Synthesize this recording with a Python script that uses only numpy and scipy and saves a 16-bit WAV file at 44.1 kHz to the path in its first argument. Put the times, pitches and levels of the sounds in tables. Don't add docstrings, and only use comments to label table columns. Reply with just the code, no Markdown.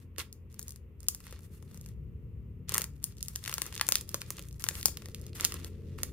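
import sys
import numpy as np
from scipy import signal
from scipy.fft import rfft, irfft
from scipy.io import wavfile

SR = 44100
rng = np.random.default_rng(int(sys.argv[2]) if len(sys.argv) > 2 else 0)


def int16_out(signal):
    q = np.round(np.clip(np.atleast_2d(signal).T, -1, 1) * 32767)
    wavfile.write(sys.argv[1], SR, q.astype(np.int16))


N = 269892
TIME_S = np.arange(N) / SR


def from_db(db):
    return 10 ** (np.asarray(db) / 20)


def unit_rms(x):
    return x / np.sqrt(np.mean(x ** 2) + 1e-20)


def in_time(rows):
    time_s, *columns = np.transpose(rows)
    return [np.interp(TIME_S, time_s, column) for column in columns]


def at_hz(points, hz):
    knots_hz, values = np.transpose(points)
    return np.interp(np.log(hz), np.log(knots_hz), values)


def band(x, low_hz, high_hz, order=2):
    return signal.sosfilt(signal.butter(order, [low_hz, high_hz], "band", fs=SR, output="sos"), x)


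def drift(rate_hz):
    hop = 40
    pole = np.exp(-2 * np.pi * hop * rate_hz / SR)
    slow = signal.lfilter([1], [1, -2 * pole, pole * pole], rng.standard_normal(N // hop + 2002))[2000:]
    return np.interp(np.arange(N) / hop, np.arange(len(slow)), unit_rms(slow))


def port_pair(mid, side, coherence):
    return np.sqrt(1 + coherence) * mid + np.sqrt(1 - coherence) * side * [[1], [-1]]


# frequency_hz, coherence
NOISE_COHERENCE = [(30, 1), (120, 0.85), (500, 0.78), (2000, 0.14), (8000, 0.15)]
def coloured_noise(spectrum):
    hz = np.maximum(np.fft.rfftfreq(N, 1 / SR), 1)
    mid, side = rfft(rng.standard_normal((2, N)))
    white = port_pair(mid, side, at_hz(NOISE_COHERENCE, hz))
    return unit_rms(irfft(white * from_db(at_hz(spectrum, hz)), N))


def drone(hz, level_db, orders, waver_db):
    phase = 2 * np.pi * np.cumsum(hz) / SR
    lines = 0
    for multiple, gain_db in orders:
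        gain = from_db(gain_db + waver_db * drift(4.57))
        lines += gain * np.sin(multiple * phase + rng.uniform(0, 2 * np.pi))
    return np.sqrt(2) * from_db(level_db) * lines


# time_s, level_db
MOTOR_LEVELS = [(0, -51), (1.5, -55), (4.2, -68), (5, -50.5), (6.12, -44.5)]
# pitch_multiple, gain_db
MOTOR_ORDERS = [(1, -0.5), (1.5, -12), (2, -20), (2.5, -15), (3, -19.5)]
def motor(pitch_hz=84.93, wander_hz=1.5):
    hz = pitch_hz + wander_hz * drift(1.436)
    return drone(hz, *in_time(MOTOR_LEVELS), MOTOR_ORDERS, waver_db=2.0)


# time_s, deep_db, upper_db
TRAFFIC_LEVELS = [(0, -51.5, -61.5), (1.2, -47.5, -62), (1.5, -50, -59.5), (2.0, -39.5, -58.5),
                  (2.5, -43.5, -59.5), (3.4, -45.5, -64), (3.7, -47, -56.5), (4.4, -47.5, -57),
                  (4.6, -43, -59), (5.4, -49.5, -51.5), (6.12, -40, -50.5)]
# frequency_hz, relative_density_db
DEEP_SPECTRUM = [(15, -51.5), (25, -41), (60, 9), (86, 1.5), (110, 0.5), (177, -7.5), (260, -22.5),
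                 (340, -28), (570, -120)]
UPPER_SPECTRUM = [(180, 4), (250, -1), (330, 1.5), (450, 2), (540, -7.5), (640, -18), (800, -39)]
def traffic(deep_gain_db=-3.5):
    deep_db, upper_db = in_time(TRAFFIC_LEVELS)
    deep = from_db(deep_db + deep_gain_db) * coloured_noise(DEEP_SPECTRUM)
    return deep + from_db(upper_db) * coloured_noise(UPPER_SPECTRUM)


# frequency_hz, relative_density_db
HISS_SPECTRUM = [(350, -13), (600, -7), (834, -2), (1130, 0.5), (1410, -3.5), (1610, -7.5), (1960, -2.5),
                 (2760, -3), (4000, -22.5), (6370, -57.5), (10500, -23.5), (14500, -9), (16000, -28)]
def hiss(level_db=-76):
    return from_db(level_db) * coloured_noise(HISS_SPECTRUM)


# start_s, length_s, low_rustle_db, high_rustle_db, rub_db
BOUTS = [(0.0, 0.025, -68.5, -78, -72.5), (0.184, 0.027, -44.5, -60, -47), (0.506, .27, -76, -66, -74.5),
         (1.002, 0.33, -75, -70, -69.5), (1.253, 0.12, -59.5, -62, -66.5), (1.42, 0.47, -88, -72, -69),
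         (1.679, 0.24, -73, -75, -77.5), (2.686, 0.14, -51, -48.5, -72), (2.875, 0.15, -90, -78, -82),
         (3.021, 0.1, -68, -61.5, -70), (3.172, 0.46, -80, -60.5, -63.5), (3.423, 0.091, -55, -50, -55),
         (3.497, 0.23, -56.5, -53, -57), (3.73, 0.29, -61, -50, -69), (4.079, 0.37, -65, -58.5, -64.5),
         (4.44, 0.12, -93, -64, -64.5), (4.599, .32, -71, -74, -57), (4.943, .35, -67, -70.5, -69.5),
         (5.353, 0.052, -51, -42, -49.5), (5.4, 0.052, -42, -63, -54.5), (5.48, 0.096, -53.5, -74, -60),
         (5.578, 0.1, -59, -65, -61.5), (5.705, 0.26, -69.5, -100, -100), (5.794, 0.07, -88, -100, -82),
         (5.983, 0.1, -59.5, -71, -63)]
def handling_levels(grip_db_per_s=20 / 0.0074, settle_db_per_s=595):
    t, levels_db = np.arange(0, N / SR, .001), -120
    for start_s, length_s, *held_db in BOUTS:
        before_s, after_s = np.maximum(start_s - t, 0), np.maximum(t - start_s - length_s, 0)
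        fall_db = grip_db_per_s * before_s + settle_db_per_s * after_s
        levels_db = np.maximum(levels_db, np.array(held_db)[:, None] - fall_db)
    return [np.interp(TIME_S, t, db) for db in levels_db]


def rustle(level_db, low_hz, high_hz, spread_db, pan_db, median_per_s=1200):
    impulses = from_db(spread_db * np.minimum(rng.exponential(1, N), 5)) * rng.choice([-1, 1], N)
    gives_way = rng.random(N) < median_per_s * from_db(5 * drift(25)) / SR
    resonance, out = rng.integers(0, 8, N), 0
    for k, hz in enumerate(np.geomspace(low_hz, high_hz, 8)):
        grains = band(impulses * gives_way * (resonance == k) + 1e-18, hz / 1.54, hz * 1.75, order=1)
        lag = rng.integers(0, 7)
        pair = np.array([np.roll(grains, lag), np.roll(grains, 3)])
        out += pair * from_db(pan_db * rng.normal() * np.array([[1], [-1]]))
    return from_db(level_db) * unit_rms(out)


# frequency_hz, relative_density_db
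RUB_SPECTRUM = [(700, -12.5), (1500, -2.5), (3000, -8), (6500, -7), (11000, -3), (16000, -7)]
def finger_rub(level_db, flutter_db=5.6):
    return from_db(level_db + flutter_db * drift(13)) * coloured_noise(RUB_SPECTRUM)


# start_s, level_db, thud_db, body_db, middle_db, left_minus_right_db
SNAPS = [(0.162, -56.5, -7, -3, -2, -7), (0.183, -28, -14.5, -14, -12, -4.5),
         (0.1923, -34, -23, -14, -36, 3.5), (0.1935, -33.5, -19, -7.5, -18, -6),
         (0.1994, -37, -30, -11, 0, -11), (0.2029, -39.5, -29, -5, -3, 1),
         (0.3272, -34, -31, -49, -25, 1.5), (0.5267, -51, -23, -32, -23, 4),
         (0.5427, -42.5, -26, -21, -21, 5), (0.5932, -25, -48, -24.5, -37.5, 7),
         (0.615, -39.5, -29, -29, -19, 3), (0.628, -33, -34, -40, -38, 4),
         (0.6816, -32, -29, -24.5, -31, -1), (0.6927, -40, -39, -24, -32, 10),
         (0.7067, -35, -30, -50, -37, -2), (0.7209, -42.5, -30, -23, -27, 8),
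         (0.7599, -39, -33, -24, -29, 4), (1.0045, -45.5, -30, -41, -43, -14),
         (1.0306, -42, -24, -23, -35, -1.5), (1.0424, -45, -20, -19, -33, 0),
         (1.0849, -14.5, -41, -30, -39, 3), (1.1476, -28, -39, -27, -32, 1.5),
         (1.2037, -43, -35, -13, -29, 3), (1.2423, -55.5, -23, -11, -5, -2),
         (1.2674, -39.5, -28, -6, -22, -1), (1.3092, -42, -19.5, -20, -24, 2.5),
         (1.3255, -39.5, -9, -11, -19, 1.5), (1.3912, -48, -16, -12, -28, 4),
         (1.4067, -46.5, -12, -29, -28, 0), (1.6257, -50.5, -9, -11, -16.5, 8.5),
         (1.7125, -51, -10.5, -9, -29, 6), (1.7444, -43, -15, -17.5, -27, 4),
         (1.7747, -42.5, -17, -27, -31, 3.5), (1.812, -39.5, -22, -36, -36, -0.5),
         (1.8613, -41, -30, -16, -28.5, 4.5), (1.8881, -47, -28, -33, -24.5, 6),
         (2.6931, -20.5, -40, -25.5, -23, 4), (2.721, -21.5, -22, -20, -20, 0),
         (2.7399, -20.5, -37, -24, -20, 5.5), (2.7442, -13.5, -62, -20, -31, -6),
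         (2.7532, -28.5, -21, -4.5, -27, 9), (2.7632, -28, -27, -6, -24, 4),
         (2.7706, -28, -25, -11.5, -32, 7), (2.7804, -6.5, -43, -20, -34, 0.0),
         (2.797, -39.5, -5, -13.5, -29, 15.5), (2.8095, -31.5, -25, -11, -21, 8),
         (2.818, -19.5, -34, -18.5, -19, -1.5), (2.8415, -23.5, -39, -17.5, -25.5, 2),
         (3.028, -44, -28, -22, -30, 5.5), (3.041, -18, -58, -32, -41, 7), (3.1687, -51, -13, -37, -13, 7),
         (3.1833, -48, -22, -34, -11, 5), (3.2067, -45, -27, -31, -12, 14),
         (3.2277, -24.5, -44, -47, -24, -3), (3.2596, -44, -25, -26, -16, 10),
         (3.2833, -26.5, -42, -28, -26, 6.5), (3.3588, -23.5, -31, -22.5, -15.5, 4.5),
         (3.44, -38, -35, -29, -5, 8), (3.4511, -40, -38, -17, -7, 6.0), (3.4601, -33, -35, -11, -5, 7),
         (3.477, -28, -28.5, -6.5, -10, 6.0), (3.495, -28.5, -23, -10, -11, 4.5),
         (3.5267, -30.5, -28, -5, -16, 3.5), (3.5399, -18, -45, -27, -26, -0.5),
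         (3.5815, -24, -25, -12, -15, 2.5), (3.6183, -16.5, -32, -20.5, -19.5, 4.5),
         (3.6564, -39.5, -22, -7, -29, 5), (3.6646, -30.5, -20.5, -19, -36, 2),
         (3.725, -41.5, -26, -6.5, -5, 4.5), (3.7633, -38, -36, -7.5, -5, 2),
         (3.7776, -31, -36, -22, -3.5, 0.5), (3.7966, -39, -25, 1, 4, 2), (3.8116, -16, -49, -8, -7.5, 0.5),
         (3.869, -42, -23, -25, -10, -1), (3.8884, -9.5, -35, -22, -35, 4),
         (3.9217, -11.5, -28, -21.5, -13, 1.5), (3.9434, -33.5, -29, -18, -6.5, 2),
         (3.955, -13, -42, -26, -9, 0.5), (4.0914, -29.5, -33, -39, -21.5, -0.5),
         (4.1436, -19.5, -15.5, -16.5, -20, -0.5), (4.2168, -30.5, -32, -10.5, -7, -1),
         (4.3046, -16.5, -39, -22.5, -26, 0.0), (4.3832, -40, -31, -5, -4, 2),
         (4.3935, -29, -21, -18, -12, 0), (4.5274, -44.5, -24, -39, -38, 8),
         (4.5962, -41, -39, -38, -25, 11.5), (4.6222, -36.5, -21, -28, -18, 8),
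         (4.6399, -19, -32.5, -19.5, -18, 4), (4.665, -41, -13, 0, -4, 2),
         (4.6874, -17, -43, -14.5, -16, 3.5), (4.7101, -36.5, -8, -9, -5.5, 0),
         (4.7532, -33, -32, -15.5, -10.5, 1), (4.797, -41.5, -30, -34, -12.5, 8),
         (4.8115, -32, -33, -25, -14, 2), (4.8291, -26.5, -29, -22, -10.5, 1),
         (4.857, -5, -42, -26.5, -21, 3), (4.8827, -26.5, -15, -22, -16, 0.5),
         (4.9715, -28.5, -38, -19, -9.5, -0.5), (5.0207, -43.5, -15, -6.5, -7.5, 6.5),
         (5.0577, -36.5, -22, -13, -12, 1.5), (5.0856, -40, -9, -17, -13, 0.5),
         (5.1462, -31, -30, -31, -6, -1), (5.2141, -41, -15, -67, -29, -5.5),
         (5.2656, -39, -17, -49, -15, -1), (5.3315, -50, -25.5, -18, 3.5, 0),
         (5.3664, -40, -29, -40, -25, 1), (5.3986, -28, -31, -8, -12, 0),
         (5.4086, -23.5, -22, -24, -21, -2.5), (5.4447, -24.5, -26, -13.5, -11.5, -1),
         (5.449, -10.5, -39, -28, -16, -0.5), (5.5216, -29, -23, -13.5, -11, -1),
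         (5.5416, -26.5, -19, -18, -27, -2.0), (5.6456, -32, -15.5, -19.5, -10.5, 2.5),
         (5.9866, -45.5, -10, 2.5, -6, 0.5), (6.0327, -19, -25.5, -17.5, -27, -5.5)]
# low_hz, high_hz
SNAP_BANDS = [(280, 560), (900, 2500), (2500, 5000), (5000, 10000), (10000, 17000)]
SNAP_DECAYS = [0.016, 0.013, 0.0044, 0.0039, 0.0011]
SNAP_GAINS = [2.5, 6.5, 6, -2, -1.5]
def snaps(rise_s=0.00038, spike_height=4.74, port_lag_s=.00007, widths=(.15, .25, .5, .7, .8)):
    start_s, level_db, thud_db, body_db, middle_db, balance_db = np.transpose(SNAPS)
    colour_db = [thud_db, body_db, middle_db, 0, 0]
    count, size = len(SNAPS), 900
    t, bursts = np.arange(size) / SR, 0
    mid, side = np.swapaxes(rng.standard_normal((count, 2, size)), 0, 1)
    far_port = np.outer([-1, 1], balance_db) > 0
    spike_at = np.round((rise_s + port_lag_s * far_port) * SR).astype(int)
    for k, t60_s in enumerate(SNAP_DECAYS):
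        envelope = from_db(-60 * t / t60_s) * (1 - np.exp(-t / rise_s))
        pair = np.array([mid + widths[k] * side, mid - widths[k] * side]) * envelope
        pair[[[0], [1]], np.arange(count), spike_at] += spike_height * np.sign(mid[:, 0])
        pair = (-1) ** k * band(pair, *SNAP_BANDS[k])
        peak = np.abs(pair.mean(axis=0)).max(axis=1)
        bursts += pair * (from_db(level_db + colour_db[k] + SNAP_GAINS[k]) / peak)[:, None]
    bursts *= from_db(np.outer([.5, -.5], balance_db))[:, :, None]
    out = np.zeros((2, N + size))
    for burst, onset_s in zip(np.swapaxes(bursts, 0, 1), start_s):
        at = round(onset_s * SR)
        out[:, at:at + size] += burst
    return out[:, :N]


# delay_s, gain_db
MAT_ECHOES = [(.00128, -12.5), (.0036, -19.5), (.0062, -25)]
def mat(film):
    out = film.copy()
    for k, (delay_s, gain_db) in enumerate(MAT_ECHOES):
        lag = round(delay_s * SR)
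        out[:, lag:] += from_db(gain_db) * (-1) ** (k + 1) * film[:, :-lag]
    return out


# frequency_hz, t60_s
ROOM_DECAYS = [(500, 0.34), (2000, 0.24), (6000, 0.21), (14000, 0.17)]
# frequency_hz, coherence
ROOM_COHERENCE = [(300, 1), (1500, 0.65), (6000, 0.54)]
def room(film, gain_db=-12, onset_s=0.00083):
    t, edges_hz = np.arange(SR // 2) / SR, 250 * 2 ** np.arange(0, 6.3, .5)
    mid, side = rng.standard_normal((2, len(t)))
    tail = 0
    for low_hz, high_hz in zip(edges_hz, edges_hz[1:]):
        centre_hz = np.sqrt(low_hz * high_hz)
        white = port_pair(mid, side, at_hz(ROOM_COHERENCE, centre_hz))
        tail += band(white, low_hz, high_hz) * from_db(-60 * t / at_hz(ROOM_DECAYS, centre_hz))
    tail *= 1 - np.exp(-t / onset_s)
    tail /= np.sqrt(np.sum(tail ** 2, axis=1, keepdims=True))
    return from_db(gain_db) * signal.fftconvolve(film, tail, axes=1)[:, :N]


# time_s, firing_hz, level_db
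ENGINE_RUN = [(.8, 37.5, -75.5), (1.6, 37, -54), (2.0, 38, -60), (2.41, 36, -51), (3.66, 34.3, -57.5),
              (4.23, 29.5, -52.5), (4.74, 29.2, -55), (5.41, 31.3, -54), (6.12, 33, -62)]
# firing_multiple, gain_db
ENGINE_ORDERS = [(2, -5.5), (3, -2), (4, -3.5), (5, -6), (6, -10.5), (7, -16), (8, -21.5), (9, -34.5),
                 (10, -26.5), (11, -24)]
def engine():
    return drone(*in_time(ENGINE_RUN), ENGINE_ORDERS, waver_db=3.0)


def scene():
    low_db, high_db, rub_db = handling_levels()
    film = snaps()
    film += rustle(low_db, low_hz=940, high_hz=3450, spread_db=3.0, pan_db=3.6)
    film += rustle(high_db, low_hz=4700, high_hz=10400, spread_db=11.0, pan_db=2.9)
    film += finger_rub(rub_db)
    distant = (motor() + engine() + traffic()) * from_db([[1.1], [-1.1]])
    return mat(film) + room(film) + distant + hiss()


def record(dry, capsule_top_hz=15130, stopband_hz=17146):
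    rolled = signal.sosfilt(signal.butter(8, capsule_top_hz, fs=SR, output="sos"), dry)
    return signal.sosfilt(signal.cheby2(12, 70, stopband_hz, fs=SR, output="sos"), rolled)


dry = scene()
out = record(dry)
int16_out(out)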